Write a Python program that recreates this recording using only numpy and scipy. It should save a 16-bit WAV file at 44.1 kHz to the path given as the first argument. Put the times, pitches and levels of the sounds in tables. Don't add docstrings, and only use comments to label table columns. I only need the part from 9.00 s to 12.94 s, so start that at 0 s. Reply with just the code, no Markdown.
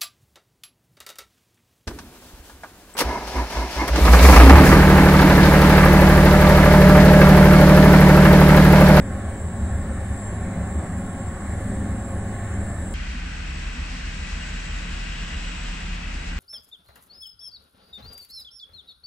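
import sys
import numpy as np
from scipy import signal
from scipy.fft import rfft, irfft, next_fast_len
from scipy.io import wavfile
from scipy.ndimage import uniform_filter1d, map_coordinates

SR = 44100
rng = np.random.default_rng(int(sys.argv[2]) if len(sys.argv) > 2 else 0)


def linear_from_db(decibels):
    return 10 ** (np.asarray(decibels, float) / 20)


def wav_record(signal):
    frames = np.transpose(np.atleast_2d(signal))
    bounded = np.clip(frames, -1, 1)
    quanta = np.round(bounded * 32767).astype(np.int16)
    wavfile.write(sys.argv[1], SR, quanta)


N = 173754

# (frequency [Hz], density [dB per Hz])
AIR_SPECTRUM = [(530, -11), (900, -5.5), (986, -8.5), (1080, -5.5), (1740, -2.5), (2620, -15), (3860, -20),
                (5110, -26.5), (6500, -23), (8450, -29), (14300, -120)]
# (time [s], level [dB])
DUCT_FLOW = [(0, -48.5), (.12, -43), (.3, -47.5), (.47, -48.5), (.69, -46.5), (.83, -44.5), (1.25, -46),
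             (1.38, -44), (1.5, -45), (1.74, -46.5), (1.85, -44.5), (2.1, -48.5), (2.68, -45),
             (3.12, -47.5), (3.35, -45.5), (3.5, -43.5), (3.74, -45), (3.94, -48)]
# (frequency [Hz], width [Hz], level [dB])
DUCT_MODES = [(1760, 180, -1), (1526, 130, -5), (2058, 29, -2), (2190, 69, -11)]
# (frequency [Hz], density [dB per Hz])
RUMBLE_SPECTRUM = [(20, 4), (50, 5.5), (140, -10.5), (300, -8), (480, -14.5), (900, -16), (1500, -43)]

# (motor order [1], level [dB]))
CARRIERS = [
    (10305, [(-4, -86), (-2, -83), (-1, -82), (0, -71), (1, -80)]),
    (7605, [(-2, -70), (0, -68), (2, -72)]),
]
# (time [s], upper level [dB], lower level [dB])
WHISTLE_LEVELS = [(0, -71, -69), (.6, -78, -66), (1, -73, -55), (1.25, -62, -50), (1.55, -71, -71),
                  (2, -68, -58), (2.4, -72, -62), (2.7, -66, -53), (3.05, -70, -56), (3.3, -75, -62),
                  (3.94, -64, -56)]
# (time [s], rise [dB])
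WHISTLE_FLARES = [
    (1.12, 3),
    (1.22, 4.5),
    (1.33, 4),
    (1.43, 5),
    (1.93, 3),
    (2.53, 5),
    (3.65, 7),
]
# (frequency [Hz], width [Hz], level [dB])
IRON_MODES = [(7245, 40, -7), (7310, 60, -10), (7440, 60, -8), (7555, 60, 0), (7620, 60, -4),
              (7700, 80, -3), (7880, 140, -5), (7995, 70, -4), (8140, 70, -10), (8250, 120, -12),
              (8370, 80, -9), (8530, 100, -12), (8622, 45, -9), (8760, 110, -18)]
# (frequency [Hz], width [Hz], level [dB])
RING_MODES = [(10130, 60, -7), (10235, 50, 0), (10340, 200, -4), (10490, 60, -6), (10650, 250, -11)]
# (frequency [Hz], density [dB per Hz])
HISS_SPECTRUM = [(5000, -22), (6500, -1.5), (7100, 9.5), (9100, 3.5), (9450, -3), (10000, -2), (10600, -4),
                 (11500, -3.5), (13000, -24), (15300, -9)]

# (frequency [Hz], level [dB])
MAINS = [(100.3, -34.5), (200.5, -41)]
# (time [s], level [dB])
MOTOR_EFFORT = [(0, -6), (.06, -2), (.2, 2), (.36, -2.5), (.45, -1.5), (.7, 3.5), (.86, -6.5), (.95, -1),
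                (1.6, 1), (1.86, -3.5), (1.97, 0.5), (2.17, -4), (2.26, 1), (2.4, -12.5), (2.56, 2),
                (3.05, 1), (3.6, 1.5), (3.94, -6.5)]
# (order [1], level [dB])
MOTOR_ORDERS = [(2, -55.5), (3, -53.5), (4, -54.5), (6, -55.5)]
# (order [1], level [dB])
FAN_ORDERS = [(2, -56.5), (3, -55), (4, -57.5)]
# (time [s], level [dB])
UNMUFFLED = [(0, -5.5), (.14, 5), (.42, -4.5), (.55, 0.5), (.98, -5), (1.33, 2.5), (1.57, -0.5), (1.86, 1),
             (2.22, 3), (2.5, 1.5), (2.69, -3.5), (3, 2.5), (3.41, 3), (3.6, -2.5), (3.85, -19),
             (3.94, -10)]

# (frequency [Hz], width [Hz], level [dB])
PANEL_MODES = [(182, 71, -1), (223.8, 16.3, 0), (248.5, 33, -8), (271.4, 10, -5)]
# (time [s], level [dB])
PANEL_DRIVE = [(0, -32.5), (.4, -39.5), (.7, -34.5), (1.1, -41), (1.35, -32), (1.7, -33), (1.95, -31),
               (2.2, -34), (2.45, -38), (2.85, -32.5), (3.3, -37), (3.55, -43), (3.94, -39)]
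# (frequency [Hz], width [Hz], level [dB])
TRIM_MODES = [(317.3, 43, -2.5), (358, 10.5, -6.5), (392.5, 20.5, -2), (422, 19.6, -4), (535, 27, -2),
              (578.7, 101, -4), (681, 26, -3), (743.5, 42, -6.5), (808, 116, -11), (960, 34, -14),
              (1091, 21, -12.5), (1141, 20, -9)]
# (time [s], rise [dB])
CLOTH_SWEEPS = [
    (.1, 3),
    (.69, 2.5),
    (1.22, 1.5),
    (1.33, 5),
    (1.84, 6),
    (2.72, 4.5),
    (2.82, 3.5),
    (3.35, 1),
    (3.62, 4.5),
]
# (frequency [Hz], width [Hz], level [dB])
DRUM_MODES = [(30, 26, -7), (59.1, 18, -5), (77.6, 30, -4), (113, 20.2, -4.5)]
# (time [s], level [dB])
ROLLING_LOAD = [(0, -30), (.3, -33.5), (.75, -28.5), (.9, -35), (1.2, -33), (1.5, -37), (1.9, -39.5),
                (2.25, -36), (2.6, -31), (3.1, -33.5), (3.5, -31), (3.94, -32)]
# (crest time [s], level [dB], drum pitch [Hz])
LANDINGS = [(.15, -25, 77.7), (.28, -24.5, 75.6), (.47, -23.5, 78.4), (.65, -20, 73), (.75, -24, 67.3),
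            (.8, -26, 78), (1.03, -25, 72), (.93, -27, 72), (1.12, -23, 70.4), (1.43, -26, 73),
            (1.635, -22, 71.7), (1.784, -18, 76.3), (1.97, -25, 72.4), (2.29, -27.5, 69), (2.51, -23.5, 70),
            (2.8, -29, 70), (2.93, -23, 68), (3.17, -27, 74), (3.6, -24.5, 73), (3.82, -28, 78.2)]

# (frequency [Hz], correlation [1])
PORT_LIKENESS = [(30, 1), (80, .9995), (180, 1), (350, 0.99), (700, 0.97), (1000, 0.85), (1800, 0.92),
                 (2150, .5), (2500, -0.52), (3000, -0.35), (3400, -0.38), (3850, 1), (4400, -0.27),
                 (5800, -0.28), (6600, 0.097), (7300, -0.069), (7900, -0.24), (8600, 0.053), (9500, 0.35),
                 (10400, 0.49), (11300, -0.26), (13500, 0.15), (14500, 0.38), (15300, .9)]
# (frequency [Hz], share [1])
PORT_LEAD = [(2000, -0.19), (2600, -.1), (3500, -.1), (5000, 0), (6600, 0.22), (8600, .2), (9200, 0),
             (10800, -.2), (13000, 0)]
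# (frequency [Hz], share [1])
LEAD_WANDER = [(2000, 0.24), (3000, .15), (6500, .2), (7300, .8), (8400, .7), (9200, .3), (10300, .7),
               (11500, .4), (13500, .6), (15000, .2)]
# (frequency [Hz], share [1])
LOST_CELLS = [(2200, 0), (2800, .07), (3800, .04), (5200, .26), (6800, .03), (8700, .05), (9500, .33),
              (10250, .02), (11200, .42), (12500, .7), (14500, .58), (15300, .1)]
# (frequency [Hz], share [1])
LOST_SIDE_CELLS = [(9000, 0), (11000, .05), (12500, .03), (14500, .15), (15300, .75)]

MOTOR_HZ, FAN_HZ, DRUM_HZ = 182.5, 267.6, 75.6
RISE_S, FALL_S = 0.044, 0.022
SWEEP_S, FLARE_S = 0.026, 0.033


def unit(x):
    return x / np.sqrt(np.mean(x ** 2) + 1e-20)


def along(points, hz):
    f, v = np.transpose(points)
    return np.interp(np.log(hz + 1), np.log(f + 1), v)


def curve(rows, axis=1):
    rows = np.transpose(rows)
    v = np.interp(np.arange(N) / SR, rows[0], rows[axis])
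    return v - v.mean()


def swells(rows, width_s):
    t = np.arange(N) / SR
    return sum(db * np.exp(-((t - s) / width_s) ** 2) for s, db in rows)


def wobble(rate):
    knots = rng.standard_normal(int(N * rate / SR) + 4)
    return map_coordinates(knots, [np.arange(N) * rate / SR])


def filtered(x, response):
    m = next_fast_len(N + SR // 2)
    return irfft(rfft(x, m) * response(np.fft.rfftfreq(m, 1 / SR)), m)[..., :N]


def body(modes, steep=1):
    def response(f):
        power = 0
        for c, w, db in modes:
            mode = f * w / (c * c - f * f + 1j * f * w)
            power = power + np.abs(linear_from_db(db) * mode ** steep) ** 2
        return np.sqrt(power)
    return response


def spectrum(points):
    return lambda f: linear_from_db(along(points, f))


def rush(response, patchy_db, wide=6, long=14):
    z = signal.stft(rng.standard_normal((2, N + 512)), nperseg=512)[2]
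    field = uniform_filter1d(rng.standard_normal(z.shape[1:]), wide, 0)
    field = unit(uniform_filter1d(field, long, 1))
    noise = signal.istft(z * linear_from_db(patchy_db * field), nperseg=512)[1][:, :N]
    return unit(filtered(noise, response))


def tones(lines, drift, swing_db, rate):
    t = np.arange(N) / SR
    total = 0
    for hz, db in lines:
        phase = 2 * np.pi * hz * t + drift * wobble(9) + 2 * np.pi * rng.random((2, 1))
        total = total + linear_from_db(db) * unit(linear_from_db(swing_db * wobble(rate)) * np.sin(phase))
    return total


def port_draught():
    return linear_from_db(-60) * rush(body([(40, 60, 0), (180, 200, -12)]), patchy_db=1.5)


def rumble():
    return linear_from_db(-38) * rush(spectrum(RUMBLE_SPECTRUM), patchy_db=0.95)


def air():
    flow_level = linear_from_db(-44 + 0.24 * curve(DUCT_FLOW) + 0.2 * wobble(8.74))
    flow = flow_level * rush(spectrum(AIR_SPECTRUM), patchy_db=1.5, wide=3, long=20)
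    duct_level = linear_from_db(-51.5 + 2.0 * curve(DUCT_FLOW))
    return flow + duct_level * rush(body(DUCT_MODES, steep=2), patchy_db=0.0)


def whistles():
    voices = []
    for i, (hz, sidebands) in enumerate(CARRIERS):
        lines = [(hz + k * MOTOR_HZ, db) for k, db in sidebands]
        level = linear_from_db(curve(WHISTLE_LEVELS, axis=i + 1))
        voices.append(level * tones(lines, drift=2.5, swing_db=3, rate=3))
    upper, lower = voices
    return linear_from_db(swells(WHISTLE_FLARES, FLARE_S)) * upper + lower


def motor_iron():
    turn = 2 * np.pi * MOTOR_HZ * np.arange(N) / SR
    pulse = 1 + .05 * np.sin(turn) + .07 * np.sin(2 * turn)
    iron_level = linear_from_db(-46.5 + 0.13 * curve(WHISTLE_LEVELS, axis=2) + 0.61 * wobble(7.05))
    iron = iron_level * rush(body(IRON_MODES, steep=1.9), patchy_db=2.5, wide=2, long=25)
    flares = swells(WHISTLE_FLARES, FLARE_S)
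    ring_level = linear_from_db(-64 + .3 * flares + .3 * curve(WHISTLE_LEVELS) + 1.5 * wobble(8))
    ring = ring_level * rush(body(RING_MODES, steep=1.5), patchy_db=2.5, wide=2, long=30)
    return pulse * (iron + ring)


def inverter():
    hiss = rush(lambda f: spectrum(HISS_SPECTRUM)(f) * (f > 4000), patchy_db=2.5)
    return whistles() + motor_iron() + linear_from_db(-55.5) * hiss


def mains_hum():
    low = tones(MAINS[:1], drift=0.067, swing_db=0.3, rate=2.84)
    high = tones(MAINS[1:], drift=0.32, swing_db=2, rate=6.97)
    return linear_from_db(curve(MOTOR_EFFORT)) * (low + high)


def motor_and_fan():
    shaft_lines = [(k * MOTOR_HZ, db) for k, db in MOTOR_ORDERS]
    fan_lines = [(k * FAN_HZ, db) for k, db in FAN_ORDERS]
    shaft = tones(shaft_lines, drift=1.0, swing_db=0.3, rate=6.22)
    fan = tones(fan_lines, drift=0.51, swing_db=0.8, rate=4.92)
    return linear_from_db(curve(UNMUFFLED)) * (shaft + fan)


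def panels_and_trim():
    panel_level = linear_from_db(-35 + 0.72 * curve(PANEL_DRIVE))
    panels = panel_level * rush(body(PANEL_MODES, steep=2.04), patchy_db=-2.0, wide=2, long=30)
    trim_level = linear_from_db(-42 + swells(CLOTH_SWEEPS, SWEEP_S) + 0.75 * wobble(2.36))
    trim = trim_level * rush(body(TRIM_MODES, steep=2.12), patchy_db=1.5, wide=2, long=30)
    return panels + trim


def drum():
    t = np.arange(N) / SR
    note = 2 * np.pi * (DRUM_HZ * t + rng.random((2, 1))) + 0.84 * wobble(6)
    rolling = 0.85 * rush(body(DRUM_MODES, steep=1.75), patchy_db=1.0)
    own_note = linear_from_db(-4.5 + 1.4 * wobble(5)) * np.sin(note)
    boom = linear_from_db(np.interp(t, *np.transpose(ROLLING_LOAD))) * (rolling + own_note)
    for s, db, hz in LANDINGS:
        swell = np.exp(-((t - s) / np.where(t < s, RISE_S, FALL_S)) ** 2)
        bent_note = note + 2 * np.pi * (hz - DRUM_HZ) * (t - s)
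        boom = boom + linear_from_db(db) * swell * np.sin(bent_note)
    return boom


def scene():
    background = rumble() + air() + inverter()
    machine = background + mains_hum() + motor_and_fan() + panels_and_trim() + drum()
    hz, _, (a, b) = signal.stft(machine, SR, nperseg=2048)
    angle = np.arccos(np.clip(along(PORT_LIKENESS, hz), -1, .9995))[:, None] / 2
    roam = uniform_filter1d(rng.standard_normal(a.shape), size=5, axis=0)
    roam = unit(uniform_filter1d(roam, size=20, axis=1))
    lead = along(PORT_LEAD, hz)[:, None] + along(LEAD_WANDER, hz)[:, None] * roam
    lead = np.clip(lead, -1, 1)
    mid = a * np.cos(angle)
    side = 1j * np.sin(angle) * (a * lead + b * np.sqrt(1 - lead ** 2))
    ports = signal.istft(np.array([mid + side, mid - side]), SR, nperseg=2048)[1][:, :N]
    return ports + port_draught()


def starved(x):
    lead_in = 104
    pair = np.pad([x[0] + x[1], x[0] - x[1]], [(0, 0), (lead_in, 0)]) / 2
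    hz, _, z = signal.stft(pair, SR, window="cosine", nperseg=2048)
    frames = z.shape[2]
    blocks = np.kron(rng.standard_normal((2, 86, frames // 2 + 1)), np.ones((12, 2)))
    blocks = blocks[:, :len(hz), :frames]
    budget = unit(uniform_filter1d(rng.standard_normal((2, 1, frames)), size=5, axis=2))
    strength = 1.5 * blocks + .5 * budget + 1.4 * np.log(np.abs(z) + 1e-12)
    rank = strength.argsort(2).argsort(2) / frames
    share = along(LOST_CELLS, hz) + np.outer([0, 1], along(LOST_SIDE_CELLS, hz))
    kept = np.where(rank < share[..., None], linear_from_db(-35), 1)
    thinned = signal.istft(z * kept, SR, window="cosine", nperseg=2048)[1]
    mid, side = thinned[:, lead_in:][:, :N]
    return np.array([mid + side, mid - side])


def band_limit(x):
    return signal.sosfilt(signal.butter(12, 17110, fs=SR, output="sos"), x)


def record(dry):
    limited = filtered(dry, lambda hz: hz < 15760)
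    mix = starved(limited)
    return band_limit(mix)


dry = scene()
out = record(dry)
wav_record(out)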